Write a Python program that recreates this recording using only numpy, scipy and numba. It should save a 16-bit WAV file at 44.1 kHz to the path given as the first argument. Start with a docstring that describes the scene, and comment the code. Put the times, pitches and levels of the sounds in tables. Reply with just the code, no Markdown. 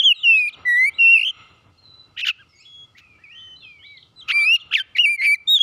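"""A caged songbird sings close to a phone microphone, over a garden's soft rumble and insect-like drone.
It opens with four whistles, the last ending in a trill, and gives a harsh chip just after 2 s.
Then it rests, and other birds are heard answering from further off. From 4.3 s it sings a second,
raspier phrase, and the drone swells briefly. Its voice box (the syrinx) makes the tone and its throat
shapes the overtones. All along, the recorder turns its gain down under the loud notes."""
import sys
import numpy as np
from scipy import signal
from scipy.fft import rfft, irfft, next_fast_len
from scipy.io import wavfile
from scipy.ndimage import uniform_filter1d
from numba import njit

SR = 44100
rng = np.random.default_rng(int(sys.argv[2]) if len(sys.argv) > 2 else 0)


def wrap_up_sound(samples):
    """Save the sound to the file named by the first command line argument, as 16-bit audio."""
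    columns = np.atleast_2d(samples).T
    # keep every value between -1 and 1, then stretch to whole-number steps
    tamed = np.clip(columns, -1, 1)
    steps = np.round(tamed * 32767).astype(np.int16)
    wavfile.write(sys.argv[1], SR, steps)


N = 247842

# Tone colour of the garden noise: f/Hz, level/dB
GARDEN_SPECTRUM = [(20, -36.5), (35, -23.5), (50, -18), (90, -3.5), (200, -14), (500, -16.5), (1000, -17.5),
                   (2000, -24.5), (3200, -17.5), (4500, -12.5), (6000, -22.5), (16000, -44.5)]
# How the background rises and falls: t/s, rumble level/dB, drone level/dB
BACKGROUND_LEVELS = [(0, -50.5, -57.5), (0.301, -56, -62), (0.618, -51.5, -58.5), (1.001, -54, -55.5),
                     (1.399, -54, -51), (1.699, -59, -71), (2.102, -60, -70), (2.452, -61, -71),
                     (3.698, -61, -74), (4.15, -61, -78.5), (4.399, -55, -40), (4.801, -57.5, -71),
                     (5.62, -59, -67.5)]
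# Ringing bands of the drone: f/Hz, width/Hz, relative level/dB
DRONE_BANDS = [(1287, 160, 3), (2106, 140, -5), (2730, 270, -1), (3203, 810, -6), (4050, 140, -9.5),
               (5640, 70, -17.5), (7100, 70, -20)]
# Gliding calls of far birds; the rows from 2.558 to 2.63 s are overtones riding above the 2.23.2 kHz glide:
# start t/s, end t/s, start f/Hz, end f/Hz, relative level/dB
DISTANT_CALLS = [(1.779, 1.87, 4210, 4135, -65.5), (1.844, 2.026, 4033, 3973, -60.5),
                 (2.491, 2.662, 5480, 3760, -73.5), (2.532, 2.586, 2190, 2196, -67),
                 (2.584, 2.666, 2183, 3200, -66.5), (2.558, 2.589, 6550, 6750, -71),
                 (2.585, 2.61, 6750, 7530, -69.5), (2.589, 2.63, 4540, 5450, -65.5),
                 (2.953, 2.982, 1920, 2500, -60.5), (3.007, 3.166, 2620, 2300, -65.5),
                 (3.188, 3.232, 1720, 2000, -69.5), (3.312, 3.488, 1899, 1880, -67.5),
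                 (3.367, 3.414, 3140, 3600, -56), (3.564, 3.624, 4040, 4125, -57.5),
                 (3.606, 3.653, 3710, 3150, -58), (3.792, 3.831, 2927, 3150, -61),
                 (3.826, 3.871, 3113, 4000, -56), (3.871, 3.924, 3930, 3900, -59.5),
                 (3.972, 3.982, 4310, 3150, -53), (4.028, 4.031, 3770, 3140, -54)]
# A second bird nearby, one list for each whistle: t/s, f/Hz, level/dB
NEIGHBOUR_WHISTLES = [
    [(0.145, 4320, -38.5), (0.165, 3810, -31), (0.195, 3850, -34.5), (0.205, 3350, -34),
     (0.215, 3750, -34.5), (0.235, 3280, -32.5)],
    [(0.33, 3070, -25.5), (0.395, 4090, -31), (0.405, 5000, -44.5), (0.415, 5260, -34)],
    [(0.72, 4000, -35.5), (0.755, 3750, -34), (0.79, 3150, -42.5)],
    [(0.9, 2980, -48), (0.93, 3280, -49.5), (0.949, 3890, -40.5), (0.98, 4020, -51.5)],
    [(2.655, 3362, -46.5), (2.84, 3322, -42), (2.86, 3370, -50.5)],
    [(3.241, 2530, -41.5), (3.26, 2290, -47), (3.283, 2230, -48), (3.312, 2520, -45.5), (3.33, 2894, -43),
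     (3.343, 2714, -47.5), (3.354, 3082, -43.5), (3.542, 3045, -42.5), (3.57, 3040, -47.5)],
    [(3.625, 2750, -48.5), (3.669, 2510, -43), (3.82, 2170, -55.5)],
    [(3.83, 1770, -59.5), (3.85, 2263, -46), (3.92, 2307, -45.5), (3.986, 2016, -52), (4.0, 2010, -71)],
    [(4.163, 4050, -54), (4.206, 3910, -40), (4.219, 3050, -47), (4.23, 3290, -38.5), (4.243, 2970, -61.5)],
    [(4.39, 3080, -31), (4.423, 3680, -31.5), (4.452, 4130, -26.5)],
]
# The tops of quick up-and-down flicks in pitch: t/s, f/Hz, level/dB
FLICK_TOPS = [(0.489, 4680, -35), (0.536, 3910, -37.5), (4.558, 4426, -27.5), (4.607, 3640, -31.5)]
# Two short low tones under the second phrase, one list each: t/s, f/Hz, level/dB
LOW_WHISTLES = [
    [(4.325, 1133, -43), (4.39, 1112, -32)],
    [(4.43, 729, -43), (4.485, 697, -53)],
]
# The songbird's harsh moments: start t/s, length/s, air level/dB, shake/share of pitch
HARSH_MOMENTS = [(0.009, 0.034, -43, 0.024), (0.064, 0.15, -56, 0.0068), (1.236, 0.073, -52, 0.024),
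                 (2.167, 0.064, -34.5, 0.081), (2.236, 0.0827, -18, 0.041), (2.953, 0.063, -47.5, 0.022),
                 (4.269, 0.066, -26.5, 0.12), (4.711, 0.11, -26.5, 0.024), (4.957, 0.033, -27, 0.097),
                 (5.207, 0.079, -35, 0.023), (5.554, 0.064, -63, 0.0096), (5.578, 0.018, -29.5, 0.021)]
# Tone colour of its raspy air: f/Hz, level/dB
RASP_SPECTRUM = [(600, -32), (1000, -24.5), (1500, -5), (2700, 6.5), (4000, -1), (7000, -13), (8500, -48),
                 (9600, -32.5), (11500, -22), (13000, -32.5), (15000, -20.5), (15800, -25)]
# Trills, runs of quick dips in pitch: start t/s, end t/s, dips per second, exponent of the swell,
# then at the deepest dip: pitch drop/Hz, base tone change/dB, overtone change/dB
TRILL_DIPS = [(1.16, 1.271, 54, 1.1, 720, -17, -4), (1.271, 1.308, 80, .6, 260, -3, 0),
              (2.164, 2.226, 67, .4, 1000, -9, -3), (2.244, 2.3, 57, .6, 400, 4, 8)]
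# How often the syrinx slips shut, faster and then slower: t/s, slips per second
SLIP_RATES = [(5.2158, 180), (5.23, 215), (5.242, 305), (5.2535, 140), (5.267, 118)]
# Tone colour of harmonics 3 and up (harmonic k sounds at k times the pitch): f/Hz, level/dB
UPPER_SPECTRUM = [(3500, 26.5), (5000, 3), (7000, -7), (8200, -14.5), (9200, 1.5), (10300, -3), (11500, -3),
                  (13000, -13.5), (14800, -13), (16000, -16.5)]
# Strength of harmonics 3 to 9 at the syrinx: relative level/dB
HARMONIC_LEVELS = [-4.5, 1.5, -7.5, -7, -7, -9.5, -5]
# The song, one entry a note; the two sides of the syrinx overlap in the harsh chip. Columns:
# second harmonic level/dB and upper harmonics level/dB (both relative, at start, middle and end),
# then the note's path: t/s, f/Hz, level/dB at the syrinx
SONG_NOTES = [ ((-6, -2.5, -20.5), (-25, -21, -8), [(0.002, 3376, 4.5), (0.01, 3140, -4),
              (0.028, 3133, -17.5), (0.046, 3430, 3), (0.06, 3240, 8), (0.083, 3106, 7), (0.098, 2920, 0.5),
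              (0.115, 2858, 4), (0.123, 2740, 1.5), (0.131, 2520, -20.5)]), ((-5, -14, -15),
              (-12.5, -10.5, -6.5), [(0.232, 3054, -24), (0.259, 2776, -3.5), (0.303, 2697, 4.5),
              (0.434, 2428, -6.5), (0.47, 2376, -9.5), (0.48, 2498, -10), (0.492, 2350, -14.5)]),
              ((-19.5, -22, -11), (-15.5, -12, -2), [(0.652, 1972, -26.5), (0.666, 1988, -5),
              (0.692, 1946, 5), (0.746, 1918, 6), (0.846, 2094, 7.5), (0.869, 2258, -2.5),
              (0.887, 2296, -1), (0.897, 2295, -14.5)]), ((-10, -11, -11), (-13, -9.5, -13.5),
              [(0.984, 2930, -32.5), (0.994, 2738, -11), (1.011, 2749, 0), (1.058, 2700, 4.5),
              (1.13, 2750, 5), (1.141, 2784, 8), (1.146, 2685, 4), (1.16, 2652, 5.5), (1.2, 2752, -2),
              (1.236, 2836, -4.5), (1.253, 3163, -6.5), (1.28, 3175, -5.5), (1.3, 3353, -8),
              (1.309, 3033, -15.5)]), ((-3, -12, -13), (-39, -23.5, -27.5), [(2.165, 1298, -40.5),
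              (2.178, 1917, -30), (2.197, 1934, -24), (2.208, 2240, -27)]), ((-14.5, -12, -1.5),
              (-30, -29, -18), [(2.174, 3003, -27.5), (2.196, 3150, -20.5), (2.211, 3650, -13),
              (2.226, 2850, -28.5), (2.232, 2610, -19), (2.243, 2713, -13.5), (2.252, 1778, -19),
              (2.26, 1823, -21.5), (2.282, 1776, -11), (2.299, 1440, -9), (2.314, 1244, -29.5)]),
              ((-20, -29.5, -36.5), (-35, -44, -42), [(2.375, 1364, -65.5), (2.382, 1440, -44),
              (2.402, 1644, -33.5), (2.418, 1576, -35), (2.433, 1174, -44), (2.445, 1250, -56)]),
              ((-2, -0.59, -0.15), (-15, -9, -5.5), [(4.28, 1239, -28), (4.296, 1292, -17.5),
              (4.309, 1330, -6), (4.317, 2130, -4), (4.332, 2320, -15.5), (4.372, 2369, 0),
              (4.438, 2316, -0.5), (4.457, 2427, -7), (4.468, 2494, -2.5), (4.53, 2804, 0.5),
              (4.552, 2868, 1), (4.56, 2760, -4), (4.568, 2540, -36)]), ((-2, -5.5, -7), (-17, -13, -16),
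              [(4.712, 1283, -23), (4.723, 1762, -22), (4.731, 1226, -14.5), (4.736, 1908, -12),
              (4.742, 3090, -2.5), (4.747, 3686, -5.5), (4.755, 2587, 0.5), (4.774, 1843, -5),
              (4.79, 1734, -1), (4.795, 1780, -17), (4.799, 1563, -3), (4.822, 1543, -40)]),
              ((-5.5, -10.5, -13), (-23, -4, -5), [(4.951, 2370, -36.5), (4.968, 2043, -11),
              (4.98, 1936, -26), (4.987, 2855, -4), (4.991, 2840, -8), (4.997, 2820, 3),
              (5.017, 2964, -1.5), (5.032, 2786, -11), (5.049, 2756, 1), (5.062, 2285, 2),
              (5.085, 2295, -0.5), (5.098, 2400, -2), (5.147, 2350, -9), (5.163, 2246, -23)]),
              ((-11, -3.5, -8), (-22, -3.7, -2.1), [(5.178, 2190, -24), (5.205, 2072, -8),
              (5.228, 2083, -4), (5.241, 2100, -3.5), (5.253, 2324, -0.5), (5.298, 2270, 3),
              (5.343, 2362, 2.5), (5.35, 2090, -14.5), (5.358, 2000, -14.5)]), ((-1.5, -12.5, 0),
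              (-17, 5.5, -17.5), [(5.471, 3880, -49), (5.475, 3580, -17), (5.483, 3653, 0),
              (5.507, 3791, 10.5), (5.547, 3748, 14.5), (5.57, 3430, 7.5), (5.573, 3490, -0.5),
              (5.581, 3230, 0.5)]), ((11, 0, 0), (1.5, 0, -31), [(5.592, 3341, -4.5), (5.6, 3215, -11),
              (5.618, 3347, 10)]), ]


def amp(db):
    """Turn decibels into a plain multiplier."""
    return 10 ** (np.asarray(db) / 20)


def rms_one(x):
    """Scale a signal so that its average power is 1."""
    return x / np.sqrt(np.mean(x ** 2) + 1e-20)


def level_at(spectrum, hz):
    """Look up a spectrum's level in dB at any frequency."""
    table_hz, table_db = np.transpose(spectrum)
    return np.interp(np.log(hz), np.log(table_hz), table_db)


def filtered(x, hz, kind):
    """Gently keep the "low" part, the "high" part or a "band" of a sound."""
    return signal.sosfilt(signal.butter(2, hz, kind, fs=SR, output="sos"), x)


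def coloured_noise(spectrum):
    """Noise with the given tone colour."""
    size = next_fast_len(N)
    hz = np.maximum(np.arange(size // 2 + 1) * SR / size, 1)
    shaped = rfft(rng.standard_normal(size)) * amp(level_at(spectrum, hz))
    return rms_one(irfft(shaped, size)[:N])


def drift(rate_hz):
    """A smooth random wobble of typical size 1; a higher rate moves faster."""
    pole = np.exp(-2 * np.pi * rate_hz / SR)
    return rms_one(signal.lfilter([1], [1, -2 * pole, pole ** 2], rng.standard_normal(N + SR))[SR:])


def note_curves(rows, fade_s):
    """A note's sample positions, its fade in and out, and its smoothed pitch and level."""
    times, *columns = np.transpose(rows)
    at = np.arange(max(round((times[0] - fade_s) * SR), 0), min(round((times[-1] + fade_s) * SR), N))
    t = at / SR
    fade = np.clip(np.minimum(t - times[0], times[-1] - t) / fade_s + 1, 0, 1)
    return at, fade, [uniform_filter1d(np.interp(t, times, c), size=60, mode="nearest") for c in columns]


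def insect_drone():
    """Noise rings in narrow bands, each slowly growing louder and softer."""
    drone = np.zeros(N)
    for hz, width_hz, level_db in DRONE_BANDS:
        radius = np.exp(-np.pi * width_hz / SR)
        resonance = [1, -2 * radius * np.cos(2 * np.pi * hz / SR), radius ** 2]
        band = signal.lfilter([1, 0, -1], resonance, rng.standard_normal(N))
        band = signal.lfilter([1], resonance, band)
        drone += amp(level_db + 2 * drift(1.1)) * rms_one(band)
    return drone


def garden():
    """One noise is split into low rumble, middle rustle and high hiss; the drone is added."""
    times, *columns = np.transpose(BACKGROUND_LEVELS)
    rumble_db, drone_db = [np.interp(np.arange(N) / SR, times, c) for c in columns]
    rustle_db = -61.5 + 1.67 * (rumble_db - rumble_db.mean())   # swings wider than the rumble
    air = coloured_noise(GARDEN_SPECTRUM)
    gust_db = 2.4 * drift(6)
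    rumble = amp(rumble_db + gust_db) * rms_one(filtered(air, 400, "low"))
    rustle = amp(rustle_db + gust_db) * rms_one(filtered(air, [220, 2000], "band"))
    hiss = amp(-68.5) * rms_one(filtered(air, 2000, "high"))
    return rumble + rustle + hiss + amp(drone_db) * insect_drone()


def echoes(x, decay_s=.33, build_s=.0065):
    """Sound bounces off walls and leaves as a dying tail; the leaves swallow the treble."""
    t = np.arange(SR) / SR
    tail = rng.standard_normal(SR) * amp(-60 * t / decay_s) * np.clip(t / build_s, 0, 1)
    tail = filtered(tail, 6600, "low")
    return signal.fftconvolve(x, tail / np.sqrt(np.sum(tail ** 2)))[:N]


def whistle(rows, octave_db, waver):
    """A wavering, almost pure tone with faint overtones."""
    at, fade, (hz, level_db) = note_curves(rows, fade_s=.004)
    phase = 2 * np.pi * np.cumsum(hz * (1 + waver[at])) / SR
    upper = amp(-19) * sum(np.sin(k * phase) * (k * hz < 11000) for k in (3, 4))
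    overtones = amp(octave_db) * (np.sin(2 * phase) + upper)
    return at, np.sqrt(2) * amp(level_db) * fade * (np.sin(phase) + overtones)


def other_birds():
    """Nearby whistles and flicks, and far calls that waver more in pitch and loudness."""
    nearby, distant = np.zeros((2, N))
    waver = drift(90)
    flicks = [[(t - .010, min(3100, hz), db - 6), (t, hz, db), (t + .014, 2850, db)]
              for t, hz, db in FLICK_TOPS]
    for rows in NEIGHBOUR_WHISTLES + flicks + LOW_WHISTLES:
        at, wave = whistle(rows, octave_db=-25.5, waver=.003 * waver)
        nearby[at] += wave
    for start, end, start_hz, end_hz, db in DISTANT_CALLS:
        at, wave = whistle([(start, start_hz, db), (end, end_hz, db)], octave_db=-45, waver=.009 * waver)
        distant[at] += wave
    return nearby * amp(.8 * drift(30)), distant * amp(3 * drift(80))


def harshness():
    """In each harsh moment, the songbird's air noise and pitch shake swell and fade."""
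    air_gain, shake = np.zeros((2, N))
    for start, length, air_db, pitch_share in HARSH_MOMENTS:
        at = np.arange(round(start * SR), round((start + length) * SR))
        swell = np.sin(np.pi * np.linspace(0, 1, len(at)) ** 1.3) ** 2
        air_gain[at] = amp(air_db) * swell
        shake[at] = pitch_share * np.sqrt(swell)
    return air_gain, shake


def rasp(air_gain):
    """Air rushes unevenly through the songbird's throat."""
    return air_gain * amp(2.5 * drift(120)) * coloured_noise(RASP_SPECTRUM)


def trill(t):
    """Quick pitch dips and their level changes, for the trills that end within a note."""
    changes = np.zeros((3, len(t)))
    for start, end, rate, exponent, *deepest in TRILL_DIPS:
        if t[0] < end < t[-1]:
            swell = np.abs(np.sin(np.pi * np.clip((t - start) / (end - start), 0, 1))) ** exponent
            dips = np.sin(np.pi * (rate * (t - start) % 1) ** 1.4) ** 2   # slow fall, quick return
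            changes += np.outer(deepest, swell * dips)
    return changes


def syrinx_slips(shut_s=.0006, settle_s=.0014, depth=.63):
    """The syrinx slips shut, so the level dips, then snaps open at a briefly higher pitch."""
    times, rates = np.transpose(SLIP_RATES)
    rate = np.interp(np.arange(N) / SR, times, rates, left=0, right=0)
    slips = np.diff(np.ceil(np.cumsum(rate) / SR), prepend=0)   # a 1 at every slip
    t = np.arange(-SR // 100, SR // 100 + 1) / SR
    shut = np.exp(-(t / shut_s) ** 2)
    kick_hz = 200 * (1 + np.tanh(t / shut_s)) * np.exp(-np.abs(t) / settle_s)
    return 1 - depth * signal.fftconvolve(slips, shut, "same"), signal.fftconvolve(slips, kick_hz, "same")


THROAT_HZ, THROAT_WIDTH_HZ, THROAT_LEAK_DB = 2754, 546, -27.5
TREBLE_LIMIT_HZ = 15800


def throat(hz):
    """The hollow throat passes tones near its own pitch and lets only a little of the rest leak out."""
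    resonance = 1 / (1 + ((hz - THROAT_HZ) / THROAT_WIDTH_HZ) ** 2)
    return np.hypot(resonance, amp(THROAT_LEAK_DB))


def songbird(shake, bloom_db=-25.5, bloom_s=.012):
    """The vibrating syrinx makes a base tone and overtones, and the throat shapes their strength."""
    song = np.zeros(N)
    slip_gain, kick_hz = syrinx_slips()
    waver, flutter, swell = drift(120), drift(300), drift(8)
    orders = np.arange(3, 10)[:, None]
    for second_levels, upper_levels, path in SONG_NOTES:
        at, fade, (hz, source) = note_curves([(t, hz, amp(db)) for t, hz, db in path], fade_s=.0027)
        source_db = 20 * np.log10(source)
        dip_hz, base_db, overtone_db = trill(at / SR)
        overtone_db += bloom_db * np.exp(-(at - at[0]) / SR / bloom_s)   # overtones start weak
        start_middle_end = [at[0], at.mean(), at[-1]]
        # Overtones follow only part of the base tone's rise and fall.
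        second_db = np.interp(at, start_middle_end, second_levels) + .56 * source_db + overtone_db
        upper_db = np.interp(at, start_middle_end, upper_levels) + .59 * source_db + overtone_db
        upper_db += 3 * np.log2(THROAT_HZ / hz)   # lower notes are brighter
        upper_db += THROAT_LEAK_DB + 1.1 * flutter[at]
        hz = (hz - dip_hz) * (1 + .003 * waver[at] + shake[at] * flutter[at]) + kick_hz[at]
        phase = 2 * np.pi * np.cumsum(hz) / SR
        weights = amp(level_at(UPPER_SPECTRUM, orders * hz) + np.c_[HARMONIC_LEVELS])
        weights *= orders * hz < TREBLE_LIMIT_HZ
        weights *= amp(2.5 * swell[(at + orders * SR // 2) % N])   # each swells and fades on its own
        base = amp(source_db + base_db) * throat(hz) * np.sin(phase)
        second = amp(second_db) * throat(2 * hz) * np.sin(2 * phase)
        upper = amp(upper_db) * np.sum(weights * np.sin(orders * phase), axis=0)
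        loudness = np.sqrt(2) * fade * slip_gain[at] * amp(.22 * waver[at - SR // 2])
        song[at] += loudness * (base + second + upper)
    return song


def scene():
    """Mix the garden, the echoes, the other birds and the songbird into one channel."""
    air_gain, shake = harshness()
    singer = songbird(shake) + rasp(air_gain)
    nearby, distant = other_birds()
    echo = echoes(amp(-34.5) * singer + amp(-18) * nearby + distant)   # far birds echo the most
    return (garden() + echo + amp(8) * distant + nearby + singer)[None]


@njit
def gain_control(x, threshold_db, strength, average_s):
    """The recorder turns itself down as its average output rises above a threshold."""
    out, power = np.zeros(len(x)), 1e-12
    for i in range(len(x)):
        excess_db = max(10 * np.log10(power) - threshold_db, 0.)
        out[i] = x[i] * 10 ** (-strength * excess_db / 20)
        power += (out[i] ** 2 - power) / (average_s * SR)
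    return out


def record(dry):
    """The phone evens out the loudness, then cuts off the highest treble."""
    evened = gain_control(dry[0] + 1e-9, threshold_db=-35, strength=.62, average_s=.03)
    return signal.sosfilt(signal.cheby2(22, 60, TREBLE_LIMIT_HZ, fs=SR, output="sos"), evened)[None]


dry = scene()
out = record(dry)
wrap_up_sound(out)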